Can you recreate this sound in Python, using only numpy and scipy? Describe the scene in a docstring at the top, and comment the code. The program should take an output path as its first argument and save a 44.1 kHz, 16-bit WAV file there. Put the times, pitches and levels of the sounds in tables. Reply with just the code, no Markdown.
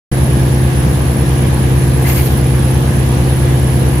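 """A low, steady drone comes first: a four-cylinder diesel running under the deck of a river boat.
A second shaft hums and beats against its firing note, over the roar of engine and rushing water.
A thin turbocharger whistle warbles with every engine cycle. About two seconds in, a deckhand briefly
rattles a bundle of washed cutlery: the pieces jingle, and the handles knock and scrape together."""
import sys
import numpy as np
from scipy import signal
from scipy.fft import rfft, irfft
from scipy.io import wavfile
from scipy.ndimage import uniform_filter1d

SR = 44100
rng = np.random.default_rng(int(sys.argv[2]) if len(sys.argv) > 2 else 0)


def generate_wav(signal):
    """Clip the signal to [-1, 1] and save it as 16-bit WAV at the path in sys.argv[1]."""
    frames = np.transpose(np.atleast_2d(signal))
    scaled = np.clip(frames, -1, 1) * 32767
    pcm = np.round(scaled).astype(np.int16)
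    wavfile.write(sys.argv[1], SR, pcm)


N = 176400
TIME, FREQS = np.arange(N) / SR, np.fft.rfftfreq(N, 1 / SR)
CYCLE_HZ, CYLINDERS = 16.171, 4  # each cylinder fires once per cycle
SPEED_WANDER = 0.000683  # share of the speed
TOP_HZ = 15600  # upper edge of the sound
HANDLE_SIDES_DB = [[0], [-5]]  # the handles are louder on the left


def amp(db):
    """Turns decibels into a gain."""
    return 10 ** (np.asarray(db) / 20)


def unit(x):
    """Scales a signal to an average strength (rms) of one."""
    return x / np.sqrt(np.mean(np.abs(x) ** 2) + 1e-20)


def look_up(table, hz):
    """Reads a table's columns at any frequency, blending between rows."""
    row_hz, *columns = np.transpose(table)
    return np.array([np.interp(np.log(hz + 1), np.log(row_hz + 1), c) for c in columns])


def colour(x, gain):
    """Turns each frequency up or down by its own gain."""
    return irfft(rfft(x) * gain, N)


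def drift(rate_hz):
    """A smooth random wobble, mostly slower than rate_hz."""
    slow = irfft(rfft(rng.standard_normal(1024)) / (1 + (FREQS[:513] / rate_hz) ** 4))
    return unit(np.interp(np.arange(N) / N, np.arange(len(slow)) / len(slow), slow))


def echoes(t, decay_s):
    """A dense cloud of echoes dying away, one for each ear."""
    return rng.standard_normal((2, len(t))) * np.exp(-t / decay_s)


# How alike the two ears sound, for the engine too (frequency [Hz], likeness [0-1])
EAR_LIKENESS = [(40, .99), (130, 0.95), (260, 0.89), (500, 0.68), (900, 0.12), (2000, 0), (15000, 0)]
# Tone of the roar (frequency [Hz], left level [dB per Hz], right level [dB per Hz])
ROAR_TONE = [(25, -66, -72), (45, -59, -62), (94, -46, -44), (162, -47, -44), (238, -44.5, -44.5),
             (278, -51, -53), (400, -54.5, -53.5), (464, -52.5, -53), (620, -55.5, -57), (820, -56.5, -59),
             (1065, -60.5, -58.5), (1280, -63.5, -66.5), (1630, -62.5, -61), (2200, -64, -65.5),
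             (2900, -68, -64.5), (4740, -73.5, -71), (6600, -74, -73), (8000, -76, -77.5),
             (10400, -73, -74), (12100, -78, -71), (13500, -78, -75), (15000, -80, -79)]
# Narrow bands where the roar rings (centre [Hz], width [Hz], left level [dB], right level [dB])
ROAR_PEAKS = [(468, 51, -32.5, -37), (1600, 85, -57, -63), (9220, 110, -51, -57), (12100, 350, -56, -62)]

def roar(cycles, throb_depth=0.38, throb_below_hz=450, flicker_db=1.0):
    """Engine and water make a broad rush whose low part throbs with each firing."""
    shared, separate = rng.standard_normal((2, N))
    alike = look_up(EAR_LIKENESS, FREQS)[0]
    noise = np.array([shared, colour(shared, alike) + colour(separate, np.sqrt(1 - alike ** 2))])
    low = colour(noise, 1 / (1 + (FREQS / throb_below_hz) ** 4))
    throb = unit(1 + throb_depth * np.sin(2 * np.pi * CYLINDERS * cycles))
    noise = noise - low + low * throb
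    # small patches of pitch and time flicker in level
    slices = signal.stft(noise, nperseg=512)[2]
    flicker = uniform_filter1d(rng.standard_normal(slices.shape[1:]), size=9, axis=0)
    flicker = unit(uniform_filter1d(flicker, size=10, axis=1))
    noise = signal.istft(slices * amp(flicker_db * flicker), nperseg=512)[1][:, :N]
    power = amp(look_up(ROAR_TONE, FREQS)) ** 2
    for centre, width, left, right in ROAR_PEAKS:
        bump = np.exp(-np.pi * ((FREQS - centre) / width) ** 2) / width
        power += amp([[left], [right]]) ** 2 * bump
    return colour(noise, np.sqrt(power * SR / 2))


def turbo_whistle(cycles, pitch_hz=10820, warble_hz=92, drift_hz=29, sides_db=(-39, -29)):
    """The turbocharger speeds up and sags once per engine cycle; deck echoes make it shimmer."""
    hz = pitch_hz + warble_hz * np.sin(2 * np.pi * cycles) + drift_hz * drift(rate_hz=55.4)
    tone = np.sin(2 * np.pi * np.cumsum(hz) / SR)
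    deck = echoes(TIME[:SR // 8], decay_s=.04)
    return np.array([amp(db) * unit(signal.fftconvolve(tone, e)[:N]) for db, e in zip(sides_db, deck)])


# Handles sliding past each other (middle time [s], length [s], level [dB], pitch [Hz])
HANDLE_SCRAPES = [(2.07, .03, -29, 2030), (2.106, 0.034, -28.5, 2020), (2.189, .045, -28, 2300)]

def handle_scrapes(slips_per_s=1500, width_hz=1400):
    """Quick, tiny slips between the handles keep them ringing."""
    out = np.zeros((2, N))
    for middle, length, db, hz in HANDLE_SCRAPES:
        slips = rng.standard_normal((2, N)) * (rng.random(N) < slips_per_s / SR)
        ring = unit(colour(slips, 1 / (1 + (2 * (FREQS - hz) / width_hz) ** 2)))
        swell = np.exp(-(2 * (TIME - middle) / length) ** 2)
        out += amp(db) * ring * swell
    return out * amp(HANDLE_SIDES_DB)


# Shakes of the cutlery bundle (start time [s], length [s], level [dB])
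BUNDLE_JOLTS = [(2.012, 0.051, -31.5), (2.055, 0.04, -33), (2.07, .066, -22.5), (2.141, 0.034, -24.5),
                (2.171, .036, -23.5), (2.207, 0.056, -27.5), (2.257, .016, -29), (2.294, 0.034, -31),
                (2.364, 0.02, -32)]
# Tone of the ringing metal (frequency [Hz], left relative level [dB], right relative level [dB])
JINGLE_TONE = [(702, -3, -7), (1490, 0, 5), (2200, 4, -7), (3000, -6, -2), (5000, -4.5, -5.5),
               (7500, -4, -6), (9900, -3, -5), (11400, 1, 4.5), (12400, 7, 2), (13500, 1, 4),
               (14500, 2, -2), (15400, -1, -1)]

def cutlery_jingle(pieces=10, tones=60, taps_per_s=3500, ring_s=.11):
    """Each jolt sets off a flurry of tiny taps; every piece rings with many tones of its own."""
    t, out = TIME[:SR // 4], np.zeros((2, N))
    shake = sum(amp(db) * ((TIME >= start) & (TIME < start + length))
                for start, length, db in BUNDLE_JOLTS)
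    for _ in range(pieces):
        hz = rng.uniform(JINGLE_TONE[0][0], TOP_HZ, tones)
        strengths = amp(look_up(JINGLE_TONE, hz)) * rng.standard_normal((2, tones))
        ring = strengths @ np.sin(2 * np.pi * hz[:, None] * t) * amp(-60 * t / ring_s)
        taps = unit(rng.standard_normal(N) * (rng.random(N) < taps_per_s / pieces / SR))
        out += signal.oaconvolve((shake * taps)[None], ring / np.linalg.norm(ring), axes=1)[:, :N]
    return out * np.sqrt(2 / pieces)


# Hard knocks between the handles (time [s], level [dB], pitch [Hz])
HANDLE_KNOCKS = [(2.049, -15.5, 2060), (2.068, -18, 2140), (2.098, -10.5, 2084), (2.120, -15, 2140),
                 (2.167, -22, 2200), (2.18, -20, 2210), (2.188, -19, 2250), (2.207, -18, 2170)]
# Tones in one knock (frequency [times the pitch], relative level [dB], time to fade by 60 dB [s])
KNOCK_TONES = [(.4, -11, .025), (.62, -11, .02), (.93, -8, 0.037), (1, -5, 0.041), (1.1, -11, .025),
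               (1.28, -9, .025), (2.05, -13, 0.017)]

def handle_knocks(rise_s=0.00055, echo_gain=0.96):
    """Handles held in the hand knock with a short, muted ring that bounces off deck and wall."""
    t, out = TIME[:SR // 8], np.zeros((2, N))
    for when, db, hz in HANDLE_KNOCKS:
        ring = sum(amp(level - 60 * t / fade_s)
                   * np.sin(2 * np.pi * (hz * ratio * t + rng.random((2, 1))))
                   for ratio, level, fade_s in KNOCK_TONES)
        ring *= np.minimum(t / rise_s, 1)
        deck = echoes(t, decay_s=0.01)
        bounced = signal.fftconvolve(ring, deck / np.linalg.norm(deck[0]), axes=1)[:, :len(t)]
        start = round(when * SR)
        out[:, start:start + len(t)] += amp(db) * (ring + echo_gain * bounced)
    return out * amp(HANDLE_SIDES_DB)


# Hum of the second shaft (frequency [Hz], left level [dB], right level [dB])
SHAFT_TONES = [(60.06, -35, -35), (73.75, -20, -20), (120.12, -39, -37), (147.5, -25, -24),
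               (221.25, -39, -37)]

def shaft_hum(gain_db=-0.2):
    """The shaft's low tones lie close to the firing note, so together they pulse, or beat."""
    wandering_time = TIME + np.cumsum(SPEED_WANDER * drift(rate_hz=3.4)) / SR
    hum = sum(amp([[left], [right]]) * np.sin(2 * np.pi * (hz * wandering_time + rng.random()))
              for hz, left, right in SHAFT_TONES)
    return amp(gain_db) * np.sqrt(2) * hum


# The engine's standout tones (frequency [times the cycle rate], left level [dB], right level [dB])
STRONG_ENGINE_TONES = [(4, -20, -21), (5, -27, -32), (6, -26, -26), (8, -14, -14), (9, -31, -31),
                       (10, -29, -31), (11, -31, -32), (13, -31, -33), (14, -28, -32), (18, -29, -28),
                       (20, -33, -37), (21, -33, -33), (22, -29, -27), (24, -39, -46), (28, -40, -47),
                       (30, -37, -42), (32, -38, -38), (44, -41, -49), (52, -44, -39), (60, -45, -45),
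                       (74, -46, -48), (104, -41, -50), (106, -46, -58)]
# Level of all its other tones (frequency [Hz], left level [dB], right level [dB])
OTHER_ENGINE_TONES = [(16, -63, -60), (48, -46, -46), (116, -34, -45), (200, -38, -54), (310, -50.5, -40),
                      (427, -49.5, -44), (563, -53, -44), (640, -48, -59), (730, -42.5, -50.5),
                      (1080, -55.5, -56), (1340, -64.5, -61), (1650, -52.5, -82), (2500, -62, -70)]

def diesel_engine(cycles, burst_decay_s=0.0041, scatter_db=1, strong_boost_db=0.22, flutter=.12):
    """Four firing bursts, shaped by the hull, repeat to make a drone of evenly spaced tones."""
    size, groups = 8192, 7  # points in one cycle; sets of tones that flutter together
    position, multiples = np.arange(size) / size, np.arange(1, 155)
    hz = multiples * CYCLE_HZ
    level = look_up(OTHER_ENGINE_TONES, hz) + scatter_db * rng.standard_normal((2, len(hz)))
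    for multiple, left, right in STRONG_ENGINE_TONES:
        level[:, int(multiple) - 1] = left + strong_boost_db, right + strong_boost_db
    # the bursts set each tone's timing; higher tones are more out of step between the ears
    since_firing = (position * CYLINDERS % 1) / (CYLINDERS * CYCLE_HZ)
    bursts = rfft(rng.standard_normal(size) * np.exp(-since_firing / burst_decay_s))[multiples]
    apart_rad = .8 * (1 - look_up(EAR_LIKENESS, hz)[0]) ** .7 * rng.choice([-1, 1], len(hz))
    phase = np.angle(bursts) + np.array([apart_rad, -apart_rad])
    tones = amp(level) * np.exp(1j * phase) * size / np.sqrt(2)
    out = np.zeros((2, N))
    for group in range(groups):
        one_cycle = irfft(np.pad(tones * (multiples % groups == group), ((0, 0), (1, 0))), size)
        drone = np.array([np.interp(cycles % 1, position, side) for side in one_cycle])
        out += drone * (1 + flutter * drift(rate_hz=3.7))
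    return out


def scene():
    """The turning engine drives the drone, throb and whistle; the cutlery is close by."""
    cycles = np.cumsum(CYCLE_HZ * (1 + SPEED_WANDER * drift(rate_hz=1.95))) / SR
    boat = diesel_engine(cycles) + shaft_hum() + roar(cycles) + turbo_whistle(cycles)
    return boat + cutlery_jingle() + handle_knocks() + handle_scrapes()


def record(dry, start_s=.115, fade_in_s=.002):
    """The microphone opens after a moment, rounds off the loudest peaks and cuts the highest treble."""
    opened = np.clip((TIME - start_s) / fade_in_s, 0, 1)
    rounded = opened * dry / (1 + dry ** 10) ** (1 / 10)
    treble_cut = signal.firwin(511, TOP_HZ, window=("kaiser", 9), fs=SR)
    return signal.oaconvolve(rounded, treble_cut[None], "same")


dry = scene()
out = record(dry)
generate_wav(out)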